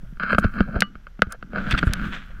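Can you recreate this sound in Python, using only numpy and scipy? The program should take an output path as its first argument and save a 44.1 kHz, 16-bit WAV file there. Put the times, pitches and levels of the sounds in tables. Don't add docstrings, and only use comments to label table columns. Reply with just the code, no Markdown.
import sys
import numpy as np
from scipy import signal
from scipy.fft import rfft, irfft
from scipy.io import wavfile
from scipy.ndimage import uniform_filter1d

SR = 44100
rng = np.random.default_rng(int(sys.argv[2]) if len(sys.argv) > 2 else 0)


def log_audio(samples):
    frames = np.atleast_2d(samples).T
    limited = np.clip(frames, -1, 1)
    pcm = np.round(limited * 32767).astype(np.int16)
    wavfile.write(sys.argv[1], SR, pcm)


N = 105840

MOUNT_HZ, HOLLOW_HZ, HOLLOW_WIDTH_HZ = 194.5, 553, 228
# t/s, shell rasp level/dB, mount boom level/dB
FIRST_DRAG = [(.195, -64, -59.5), (.205, -27, -37), (.29, -28.5, -42), (.312, -19.5, -29),
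              (.345, -28.5, -31), (.375, -42, -39), (.405, -42, -35), (.44, -22.5, -30.5),
              (.485, -39.5, -35)]
SECOND_DRAG = [(0.522, -48.5, -54), (0.559, -35.5, -30.5), (0.602, -28.5, -28.5), (0.659, -46, -39.5),
               (.72, -43, -37), (0.758, -32, -26.5), (0.798, -41, -29), (.85, -56, -46.5),
               (.93, -62.5, -49.5)]
LOOSE_HOLD = [(1.18, -77.5, -80), (1.24, -57, -68), (1.285, -57, -44), (1.321, -33.5, -57),
              (1.354, -47.5, -58), (1.37, -74, -62), (1.502, -60, -46)]
LAST_DRAG = [(1.565, -29, -29.5), (1.63, -38.5, -33), (1.69, -33, -36), (1.75, -37, -28),
             (1.81, -45.5, -35.5), (1.96, -39.5, -34.5), (2.06, -34, -29), (2.11, -46, -37),
             (2.27, -56, -54.5), (2.4, -49.5, -50)]
# peak t/s, level/dB, rise/s, decay/s
SKIDS = [(.299, -25, 0.0013, 0.0022), (1.561, -31.5, 0.0037, 0.0067), (1.752, -15, 0.0034, 0.0014),
         (1.833, -20, 0.0034, 0.003), (1.878, -24, 0.0034, 0.0032), (1.938, -23, 0.0027, 0.0023)]
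HOLLOW_RUBS = [(.055, -57.5, 0.025, 0.0081), (.565, -37, 0.0083, .012), (.69, -38, 0.011, 0.0075),
               (.77, -31, 0.022, 0.013), (1.352, -45.5, 0.029, 0.0049), (1.565, -30, 0.012, 0.027),
               (1.68, -41.5, 0.025, 0.018), (1.895, -44.5, 0.0067, 0.058), (2.305, -51, 0.0044, 0.014)]
def grip():
    rasp, boom = gain_curves(FIRST_DRAG + SECOND_DRAG + LOOSE_HOLD + LAST_DRAG)
    chatter = from_db(.5 * unit_rms(band(rng.standard_normal(N), 22, 110)))
    mount = resonate(stick_slip(), MOUNT_HZ, width_hz=38.3, order=1)
    mount = steady(band(mount, 84, 312), samples=1400)
    hollow = steady(resonate(stick_slip(), HOLLOW_HZ, HOLLOW_WIDTH_HZ), samples=1000)
    plastic = steady(shell(stick_slip()), samples=800)
    return (rasp * chatter + swells(SKIDS)) * plastic + boom * mount + swells(HOLLOW_RUBS) * hollow


def stick_slip():
    return impulses(per_s=1100, spread_db=3.5, max_spreads=4) + .35 * rng.standard_normal(N)


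# f/Hz, bandwidth/Hz, relative level/dB
SHELL_MODES = [(459, 110, -21.5), (609, 110, -9), (880, 330, -21), (1316, 311, 4), (1520, 272, 6),
               (2203, 250, -9.5), (2601, 327, -12), (3142, 197, -14.5), (4116, 360, -23), (4800, 320, -25)]
def shell(force):
    weights = 1 + .28 * rng.uniform(-1, 1, len(SHELL_MODES))
    return sum((-1) ** k * weights[k] * from_db(db) * resonate(force, hz, width)
               for k, (hz, width, db) in enumerate(SHELL_MODES))


# t/s, then level/dB of shell, cavity, boom, thud and crack
KNOCKS = [(.171, -49.5, -65, -48, -55, -66.5), (0.1978, -28, -48, -46, -66, -60),
          (0.2344, -23.5, -36, -33, -51, -33.5), (.2965, -31.5, -44, -51, -54, -52),
          (.3292, -17.5, -25, -19, -34, -53), (0.3312, -22.5, -25.5, -17.5, -46, -52.5),
          (0.3473, -20.5, -30.5, -26, -19, -34.5), (.383, -13, -18, -13.5, -20.5, -48),
          (0.4437, -30, -25.5, -17.5, -17, -35), (0.4478, -26.5, -50, -23.5, -13.5, -41),
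          (0.5387, -39.5, -52.5, -42, -44, -51.5), (.606, -19, -23.5, -10, -13.5, -32),
          (0.761, -35, -30.5, -17.5, -16, -71), (0.8216, -19, -27.5, -31, -48.5, -15),
          (0.9538, -41, -51, -39, -37, -68), (1.0683, -39, -55, -54, -44, -69),
          (1.1922, -46, -44, -32, -54, -65), (1.2204, -14, -19.5, -20, -25, -15.5),
          (1.2701, -52, -59, -39, -27.5, -56), (1.4265, -36, -43, -38, -40, -46.5),
          (1.533, -39.5, -36.5, -34.5, -37, -58), (1.584, -29, -67, -28.5, -35, -39),
          (1.7401, -29.5, -45, -24.5, -20, -34), (1.8284, -22.5, -29.5, -19, -34, -41),
          (1.8355, -31.5, -32.5, -17.5, -47, -41), (1.8703, -38, -53, -22, -36, -39.5),
          (1.9958, -31.5, -48, -33, -48, -56)]
# t/s, level/dB
BUMPS = [(0.457, -14), (1.734, -14), (1.8706, -10.5), (1.898, -18)]
NUDGES = [(0.032, -36), (0.125, -36.5), (0.687, -27.5), (1.445, -40), (1.671, -24.5)]
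def knocks():
    out, t = np.zeros(N), np.arange(SR // 4) / SR
    contact_s, tail_t60_s, tail_db = .0045, .15, -21.5
    tap = 1. * (t == 0)
    thud = band(resonate(tap, hz=52.3, width_hz=60, order=1), 12, 190)
    boom = band(resonate(tap, MOUNT_HZ, width_hz=36.7, order=1), 58, 586)
    for s, shell_db, hollow_db, boom_db, thud_db, crack_db in KNOCKS:
        grit, tail = rng.standard_normal((2, len(t)))
        contact = tap + .035 * grit * np.exp(-t / contact_s)
        crack = resonate(contact, hz=1614, width_hz=570, order=1)
        add_hit(out, s, shell_db, band(shell(contact), 200, 5600))
        add_hit(out, s, shell_db + tail_db, shell(tail * from_db(-60 * t / tail_t60_s)))
        add_hit(out, s, hollow_db, resonate(contact, HOLLOW_HZ, HOLLOW_WIDTH_HZ))
        add_hit(out, s, boom_db, boom)
        add_hit(out, s, thud_db, thud)
        add_hit(out, s, crack_db, band(crack, 810, 4400, order=3))
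    for s, db in BUMPS:
        add_hit(out, s, db, thud)
    for s, db in NUDGES:
        add_hit(out, s, db, resonate(tap, hz=158, width_hz=78))
    return out


# f/Hz, relative level/dB, T60/s
PING_MODES = [(199, 0, .11), (1190, -6, .14), (1540, -13, .12), (1965, -22, .14), (2929, -6, .13),
              (4409, -33, .18)]
def ping():
    out, t = np.zeros(N), np.arange(SR // 4) / SR
    ring = sum(from_db(db - 60 * t / t60) * np.sin(2 * np.pi * hz * t) for hz, db, t60 in PING_MODES)
    add_hit(out, s=.8205, db=-23, hit=ring)
    return out


# t/s, level/dB, decay/s, upper band edge f/Hz, relative ring level/dB
CLICKS = [(0.3876, -40, 0.0014, 13800, -25), (.396, -47, 0.0045, 11700, -20),
          (0.8061, -25.5, 0.002, 5100, -7), (1.2205, -41, 0.0002, 13700, -13),
          (1.3225, -42, 0.003, 12200, 3), (1.3237, -39.5, 0.00063, 12000, 19),
          (1.7108, -30, 0.0007, 3200, -29), (1.9355, -26.5, 0.00065, 8400, -8)]
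def clicks():
    out, t = np.zeros(N), np.arange(SR // 20) / SR
    for s, db, decay, edge_hz, ring_db in CLICKS:
        snap = rng.standard_normal(len(t)) * np.exp(-t / decay) + 3 * (t == 0)
        burst = band(snap, 2040, edge_hz, order=1)
        ring = from_db(ring_db) * resonate(burst, hz=9500, width_hz=140, order=1)
        add_hit(out, s, db, band(burst + ring, 900, 12800))
    return out


# t/s, level/dB
SWEEP = [(1.5, -65.5), (1.6, -44), (1.69, -43.5), (1.87, -44), (1.93, -42), (2.02, -44.5), (2.06, -37),
         (2.1, -45), (2.145, -31.5), (2.2, -43.5), (2.28, -54.5), (2.4, -63)]
# f/Hz, relative level/dB
GRAIN_SPECTRUM = [(300, -8.5), (900, -7.5), (1500, 6.5), (2400, -3), (3400, -3.5), (4600, -18.5),
                  (6000, -21), (8000, -26), (9500, -39.5), (14000, -35.5), (16000, -48)]
# peak t/s, level/dB, rise/s, decay/s
SCRAPES = [(1.713, -30, .004, 0.012), (1.727, -23, 0.012, 0.0021), (1.779, -26.5, 0.0024, 0.0069),
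           (1.791, -21.5, 0.0047, 0.0023)]
POWDER = [(.33, -59.5, 0.026, .01), (.445, -67, .02, 0.013), (1.31, -63, 0.0091, 0.015),
          (1.873, -54, 0.019, 0.011)]
# f/Hz, bandwidth/Hz, relative level/dB
EDGE_MODES = [(2557, 81, 6.5), (3230, 49, 4), (3500, 74, 1.5), (4000, 44, -4), (4480, 28, -1.5),
              (6700, 160, -30), (8060, 250, -12)]
def snow():
    sweep, = gain_curves(SWEEP)
    grains = coloured(crunch(), GRAIN_SPECTRUM)
    drag = stick_slip()
    edge = sum(from_db(db) * resonate(drag, hz, width, order=1) for hz, width, db in EDGE_MODES)
    squeal = from_db(-2) * band(steady(edge, samples=600), 2040, 6000)
    hiss = unit_rms(band(rng.standard_normal(N), 6500, 11500, order=3))
    return sweep * grains + swells(SCRAPES) * (grains + squeal) + swells(POWDER) * hiss


def crunch():
    breaks = impulses(per_s=260, spread_db=4, max_spreads=3)
    return band(breaks, 360, 4030) + rng.standard_normal(N)


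# t/s, level/dB
GUSTS = [(0, -34.5), (.28, -40), (.4, -32.5), (.47, -33), (.55, -30.5), (.78, -36.5), (.9, -44.5),
         (1.15, -42), (1.5, -42.5), (1.7, -26.5), (1.9, -34), (2.05, -27.5), (2.2, -39), (2.4, -33.5)]
# f/Hz, relative level/dB
WIND_SPECTRUM = [(15, 9), (26, 9), (48, 5.5), (70, -10), (130, -5.5), (220, -26), (500, -55.5)]
AIR_SPECTRUM = [(100, 9), (250, -3), (500, -5), (1000, -9), (3000, -19), (6000, -19), (12000, -42),
                (14500, -42), (16000, -50)]
def wind():
    gust, = gain_curves(GUSTS)
    rumble = steady(coloured(rng.standard_normal(N), WIND_SPECTRUM), samples=4000)
    air = from_db(-61) * coloured(rng.standard_normal(N), AIR_SPECTRUM)
    return gust * rumble + air


# f/Hz, carrier level/dB
WHINE = [(5750, -84), (11500, -85)]
def whine():
    t = np.arange(N) / SR
    pulses = 1 + np.sin(2 * np.pi * 60 * t)
    return pulses * sum(from_db(db) * np.sin(2 * np.pi * hz * t) for hz, db in WHINE)


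def from_db(db):
    return 10 ** (np.asarray(db) / 20)


def unit_rms(x):
    return x / np.sqrt(np.mean(x ** 2) + 1e-20)


def steady(x, samples):
    return x / np.sqrt(np.abs(uniform_filter1d(x ** 2, samples)) + 1e-12)


def gain_curves(rows):
    s, *columns = np.transpose(rows)
    return [from_db(np.interp(np.arange(N) / SR, s, db)) for db in columns]


def swells(rows):
    t = np.arange(N) / SR
    return sum(from_db(db) * np.exp(np.minimum((t - s) / rise, (s - t) / fall))
               for s, db, rise, fall in rows)


def impulses(per_s, spread_db, max_spreads):
    sizes = from_db(spread_db * np.minimum(rng.exponential(1, N), max_spreads))
    signs = rng.choice([-1, 1], N)
    return unit_rms(sizes * signs * (rng.random(N) < per_s / SR))


def band(x, low_hz, high_hz, order=2):
    sos = signal.butter(order, [low_hz, high_hz], "band", fs=SR, output="sos")
    return signal.sosfilt(sos, x + 1e-18)


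def resonate(x, hz, width_hz, order=2):
    centre = np.hypot(hz, width_hz / 2)
    return band(x, centre - width_hz / 2, centre + width_hz / 2, order)


def coloured(x, spectrum):
    hz, db = np.transpose(spectrum)
    freqs = np.maximum(np.arange(N // 2 + 1) * SR / N, 1)
    gain = from_db(np.interp(np.log(freqs), np.log(hz), db))
    return unit_rms(irfft(rfft(x) * gain, N))


def add_hit(out, s, db, hit):
    start = int(s * SR)
    rms = np.sqrt(np.sum(hit ** 2) / (.01 * SR) + 1e-20)
    out[start:start + len(hit)] += (hit * from_db(db) / rms)[:N - start]


def scene():
    return (grip() + knocks() + ping() + clicks() + snow() + wind() + whine())[None]


def record(dry):
    ceiling, stopband_hz = 1.1, 17000
    limited = dry / (1 + (dry / ceiling) ** 8) ** (1 / 8)
    return signal.sosfilt(signal.cheby2(12, 70, stopband_hz, fs=SR, output="sos"), limited)


dry = scene()
out = record(dry)
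log_audio(out)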